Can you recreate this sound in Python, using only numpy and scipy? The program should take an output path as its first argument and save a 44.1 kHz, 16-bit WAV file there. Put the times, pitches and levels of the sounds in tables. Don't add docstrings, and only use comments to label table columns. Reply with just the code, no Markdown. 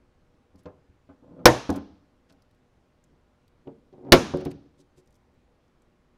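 import sys
import numpy as np
from scipy import signal
from scipy.fft import rfft, irfft
from scipy.io import wavfile
from scipy.ndimage import uniform_filter1d

SR = 44100
rng = np.random.default_rng(int(sys.argv[2]) if len(sys.argv) > 2 else 0)


def natural_amplitude(level_db):
    exponent = np.asarray(level_db, float) / 20
    return 10 ** exponent


def store_pcm(level_fs):
    pcm = np.round(np.clip(level_fs, -1, 1) * 32767).astype(np.int16)
    wavfile.write(sys.argv[1], SR, np.atleast_2d(pcm).T)


N = 272097

# start_s, pin_hz, pin_db, collar_hz, collar_db
BLOWS = [
    (1.4545, 5437, 0.5, 12170, -11),
    (4.1197, 4524, -1.5, 11010, -16),
]
# pitch_hz, level_db, t60_s
FIRST_SHEET = [(125, -8.5, 0.24), (228, -13.5, 0.19), (289, -10, .15), (314, -8.5, .22), (341, 0, .12),
               (492.4, 0.5, 0.15), (512, 1.5, .09), (602, -7, 0.19), (712, -10.5, .12), (917, -13.5, 0.055),
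               (1005, -11, .15), (1069, -11.5, 0.12), (1403, -12.5, .11), (1787, -12, 0.15)]
SECOND_SHEET = [(29.6, -6, 0.089), (150, -7.5, 0.11), (258, -10, 0.21), (358, 1.5, .13), (402.4, -2.5, .1),
                (490.6, -3.5, 0.13), (545, -3.5, .15), (662.4, -5.5, 0.13), (701, -8.5, .1),
                (1095, -7, .11), (1161, -13, 0.091), (1349, -12.5, .14), (1439, -12, 0.056),
                (2195, -11.5, .08)]
SHEET_LEVELS = [-3, -1.74]
# centre_hz, level_db, t60_s
FIRST_CLATTER = [(40, -27, 0.13), (130, -23, 0.19), (249.2, -23, .2), (493, -16, 0.32), (1230, -8.5, 0.12),
                 (2500, -11, 0.065), (5800, -10.5, 0.06), (7200, -23, .07), (12800, -20.5, 0.053),
                 (15084, -28.5, 0.065), (17000, -49, .05)]
SECOND_CLATTER = [(40.1, -26.5, 0.18), (80, -27, 0.072), (210, -23, 0.55), (506, -14.5, 0.23),
                  (1194.3, -16.5, .14), (2500, -9, 0.1), (6300, -12.5, 0.043), (7600, -24, 0.051),
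                  (12500, -23, 0.071), (14700, -28, .06), (17000, -49.5, .05)]
# pitch_hz, level_db, t60_s
NEAR_MODES = [(90, -4, .12), (181, -2.5, 0.14), (279, 2, 0.15), (358, -5.5, .12), (499, -2.5, .11),
              (583, -10, 0.11), (834, -10, 0.079), (1040, -12, 0.14), (1230, -14.5, .1), (1405, -17, .06)]
FAR_MODES = [(75, -4.5, 0.048), (155, -5.5, .22), (284, 1, .15), (368, 1, 0.25), (453, -7, 0.21),
             (554, -6, .14), (710, -11.5, .12), (767, -11, 0.097), (890, -12.5, 0.15)]
# start_s, peak_db, contact_ms, grit_db
NEAR_KNOCKS = [(.543, -44, 0.34, -35), (.588, -50.5, 0.34, -46), (.6555, -31, .1, -17),
               (.887, -48.5, 3.8, -39), (1.09, -39, .1, -31), (1.224, -46.5, .4, -40),
               (1.31, -46.5, 0.3, -29), (1.39, -39.5, .15, -30.5), (1.692, -14.5, 0.2, -21.5),
               (1.74, -27.5, 0.046, -28), (1.762, -29, 0.073, -22), (2.3, -51.5, 0.098, -26)]
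FAR_KNOCKS = [
    (3.115, -58, 1, -45),
    (3.655, -48, 0.49, -45),
    (3.671, -30, 0.24, -36),
    (3.927, -43, 0.33, -17),
    (4.047, -42, 0.2, -20),
    (4.3375, -14.5, 0.24, -45),
    (4.405, -29, 0.066, -30),
    (4.458, -21, 0.3, -34),
    (4.79, -49.5, 0.46, -22),
    (4.975, -48.5, 0.27, -22.5),
]
# centre_hz, level_db, t60_s
DULL_SPREAD = [(45, -44, .1), (87.6, -30, .11), (200, -16.5, 0.5), (447, -13, 0.28), (895, -12.5, 0.21),
               (1796, -14.5, .12), (4000, -20, 0.066), (7970, -40, .05)]
# start_s, release_s, first_db, last_db
SPRING_LOADS = [
    (1.222, 1.453, -54, -43.5),
    (3.93, 4.119, -53, -36.5),
]
# start_s, peak_db, centre_hz
CARD_TICKS = [(.558, -59, 4800), (0.6343, -68, 10670), (3.674, -53, 2500), (1.6924, -46, 3490),
              (1.702, -30.5, 5670), (1.727, -47, 3480), (1.7394, -45, 4720), (1.76, -41.5, 5870),
              (1.7757, -50, 3740), (2.3245, -58, 4750), (2.4216, -55.5, 4740), (2.5111, -64, 3610),
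              (2.547, -65, 3520), (3.0399, -56.5, 6900), (3.4792, -59, 4400), (4.3715, -44.5, 4613),
              (4.4094, -54, 4330), (4.4517, -38, 4530), (4.5142, -46.5, 4473), (5.0594, -67.5, 7910),
              (5.0742, -60, 5600), (5.1064, -66.5, 8090), (5.1254, -63, 5610), (5.1427, -62.5, 6000),
              (5.154, -60, 5820), (5.3394, -76, 3630), (5.6794, -73, 5650), (5.82, -61.5, 6650)]
# start_s, length_s, level_db, low_hz, high_hz
CARD_SCUFFS = [(.57, .05, -71, 3140, 9000), (1.75, .027, -53, 1490, 13920), (2.28, .047, -66, 1000, 5500),
               (4.045, .075, -65, 700, 1800), (4.39, .04, -55, 800, 3000), (4.44, .05, -54, 1500, 3400),
               (4.497, .031, -61.5, 1487, 9000), (4.5, .03, -60, 1500, 2800), (4.77, .065, -68, 3000, 8000),
               (4.955, .065, -68.5, 2500, 9000), (5.14, .04, -79, 4000, 12000)]
# centre_hz, level_db, t60_s
HALL_DECAY = [(30, -46, 0.17), (70, -36, 0.58), (146.66, -35, 0.59), (356.1, -40.5, 0.62),
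              (899, -32.5, .62), (1970, -33.5, .55), (4500, -39.5, 0.74), (6600, -37, 0.46),
              (7382, -43.5, 0.44), (12100, -46.5, 0.26), (15440, -49, .2)]
# pitch_hz, level_db (per Hz)
AIR_SPECTRUM = [(12, -32), (20, -3), (46, 1.5), (214, -7.5), (246, -5.5), (418, -12.5), (481, -9),
                (636, -17), (691, -15.5), (1080, -18), (1800, -23), (6000, -35.5), (15700, -50.5)]
# pitch_hz, level_db
HUM_TONES = [(247.6, -80.5), (360.7, -82.5), (484.5, -83), (602.9, -83.5), (802.1, -89), (1082, -92),
             (1443, -95.5)]


def evened(x):
    return x / np.sqrt(np.mean(x ** 2) + 1e-30)


def add(mix, s, sound):
    part = mix[round(s * SR):][:len(sound)]
    part += sound[:len(part)]


def band(x, lo_hz, hi_hz):
    edges = np.clip([lo_hz, hi_hz], 20, SR / 2 - 500)
    return signal.sosfilt(signal.butter(2, edges, "bandpass", fs=SR, output="sos"), x)


def ring(modes, size):
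    t = np.arange(size) / SR
    return sum(natural_amplitude(db - 60 * t / t60) * np.sin(2 * np.pi * hz * t) for hz, db, t60 in modes)


def dense(bands, size):
    t = np.arange(size) / SR
    log_hz = np.log(np.fft.rfftfreq(size, 1 / SR) + 1)
    spectrum = rfft(rng.standard_normal(size))
    centres = np.log([row[0] for row in bands])
    out = np.zeros(size)
    for one, (_, db, t60) in zip(np.eye(len(bands)), bands):
        share = np.sqrt(np.interp(log_hz, centres, one))
        out += natural_amplitude(db - 60 * t / t60) * evened(irfft(spectrum * share, size))
    return out


def sheet_jump(mix, s):
    push_db = -6.5
    kick = np.sin(np.linspace(0, np.pi, round(.0017 * SR))) ** 1.5
    recoil = np.sin(np.linspace(0, np.pi, round(.0033 * SR))) ** 2
    add(mix, s, natural_amplitude(push_db) * kick)
    add(mix, s + .0012, -natural_amplitude(push_db - 3) * recoil)


def hammer_blow(mix, blow, sheet, sheet_db, clatter):
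    s, pin_hz, pin_db, collar_hz, collar_db = blow
    t = np.arange(40000) / SR
    sheet_jump(mix, s)
    pin = natural_amplitude(pin_db) * np.sin(2 * np.pi * pin_hz * t)
    collar = natural_amplitude(collar_db) * np.sin(2 * np.pi * collar_hz * t)
    choke = np.exp(-(t / .0023) ** 2)
    add(mix, s + .0017, (pin + collar) * choke)
    swell = 1 - np.exp(-t / .005)
    add(mix, s + .002, natural_amplitude(sheet_db) * ring(sheet, size=40000) * swell)
    add(mix, s + .0014, dense(clatter, size=40000) * (1 - np.exp(-t / .0004)))
    add(mix, s, reflections())


def knocks(rows, modes):
    out = np.zeros(N)
    t = np.arange(2000) / SR
    fill = 1 - np.exp(-np.arange(16000) / SR / .001)
    for s, db, contact_ms, grit_db in rows:
        contact_ms = max(contact_ms, .03)
        chatter = .006 / contact_ms
        hold = .85 - .0035 * max(db + 26, 0)
        chatter_noise, grit_noise = rng.standard_normal((2, 2000))

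        body = ring([(hz, level, t60 * hold) for hz, level, t60 in modes], size=16000)
        body += dense([(hz, level, t60 * hold) for hz, level, t60 in DULL_SPREAD], size=16000)
        body *= fill
        contact = t * np.exp(-t * 1000 / contact_ms)
        hits = (t == 0) + chatter * chatter_noise * np.exp(-t / .014)
        force = np.convolve(hits, contact)
        thud = band(band(signal.fftconvolve(force, body), 60, 7000), 37, 9000)
        add(out, s, -natural_amplitude(db) * thud / abs(thud).max())

        grit = band(band(grit_noise, 1400, 5000), 1400, 6600)
        grit_shape = np.exp(-t / .008) * (1 - np.exp(-t / .001))
        add(out, s, natural_amplitude(db + grit_db) * grit * grit_shape)
    return out


def groan(mix, load, modes):
    start, release, first_db, last_db = load
    t = np.arange(start, release, 1 / SR)
    slips = rng.standard_normal(len(t)) * (rng.random(len(t)) < 1000 / SR)
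    damped = ring([(hz, level, t60 * .33) for hz, level, t60 in modes[1:]], size=8000)
    murmur = evened(band(signal.fftconvolve(slips, damped)[:len(t)], 150, 860))
    rise = ((t - start) / (release - start)) ** 1.6
    level = natural_amplitude(first_db + (last_db - first_db) * rise)
    add(mix, start, murmur * level * signal.windows.tukey(len(t), .1))


def ticks():
    out = np.zeros(N)
    t = np.arange(1500) / SR
    for s, db, hz in CARD_TICKS:
        noise = rng.standard_normal(1500)
        tick = band(noise, hz * .8, hz * 1.25)
        if hz > 3000:
            tick += .5 * band(noise, 3000, 12000)
        tick *= natural_amplitude(-60 * t / .027)
        add(out, s, natural_amplitude(db) * tick / abs(tick).max())
    return out


def scuffs():
    out = np.zeros(N)
    for s, length, db, lo_hz, hi_hz in CARD_SCUFFS:
        noise, roughness = rng.standard_normal((2, 20000))
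        grains = noise * natural_amplitude(3.4 * evened(uniform_filter1d(roughness, 60)))
        grains = grains[:round(length * SR)]
        add(out, s, natural_amplitude(db) * evened(band(grains, lo_hz, hi_hz)) * np.hanning(len(grains)))
    return out


def reflections():
    t = np.arange(SR) / SR
    return dense(HALL_DECAY, size=SR) * (1 - np.exp(-(t / .018) ** 2))


def air():
    frames = N // 256 + 5
    hz = np.fft.rfftfreq(1024, 1 / SR)
    real, imag, patches = rng.standard_normal((frames, 513, 3)).T
    patches = uniform_filter1d(patches, 10, 0)
    patches_db = evened(uniform_filter1d(patches, 16, 1))
    curve_hz, curve_db = np.transpose(AIR_SPECTRUM)
    colour_db = np.interp(np.log(hz + 1), np.log(curve_hz), curve_db)
    spectrum = (real + 1j * imag) * natural_amplitude(colour_db[:, None] + patches_db)
    return natural_amplitude(-65) * evened(signal.istft(spectrum, nperseg=1024, noverlap=768)[1][:N])


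def hum():
    t = np.arange(N) / SR
    out = np.zeros(N)
    for hz, db in HUM_TONES:
        waver_db = 2.5 * np.sin(2 * np.pi * (rng.uniform(1.0, 2.7) * t + rng.random()))
        out += natural_amplitude(db + 4 + waver_db) * np.sin(2 * np.pi * hz * t)
    return out


def scene():
    bed = knocks(NEAR_KNOCKS, NEAR_MODES) + knocks(FAR_KNOCKS, FAR_MODES) + ticks() + scuffs()
    groan(bed, SPRING_LOADS[0], NEAR_MODES)
    groan(bed, SPRING_LOADS[1], FAR_MODES)
    bed += natural_amplitude(-30) * signal.fftconvolve(bed, reflections())[:N]
    hammer_blow(bed, BLOWS[0], FIRST_SHEET, SHEET_LEVELS[0], FIRST_CLATTER)
    hammer_blow(bed, BLOWS[1], SECOND_SHEET, SHEET_LEVELS[1], SECOND_CLATTER)
    return (bed + air() + hum())[None]


def low_pass(x):
    return signal.sosfilt(signal.butter(12, 15880, fs=SR, output="sos"), x)


def record(dry):
    ceiling = .99
    mix = np.clip(dry, -ceiling, ceiling)
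    return low_pass(mix)


dry = scene()
out = record(dry)
store_pcm(out)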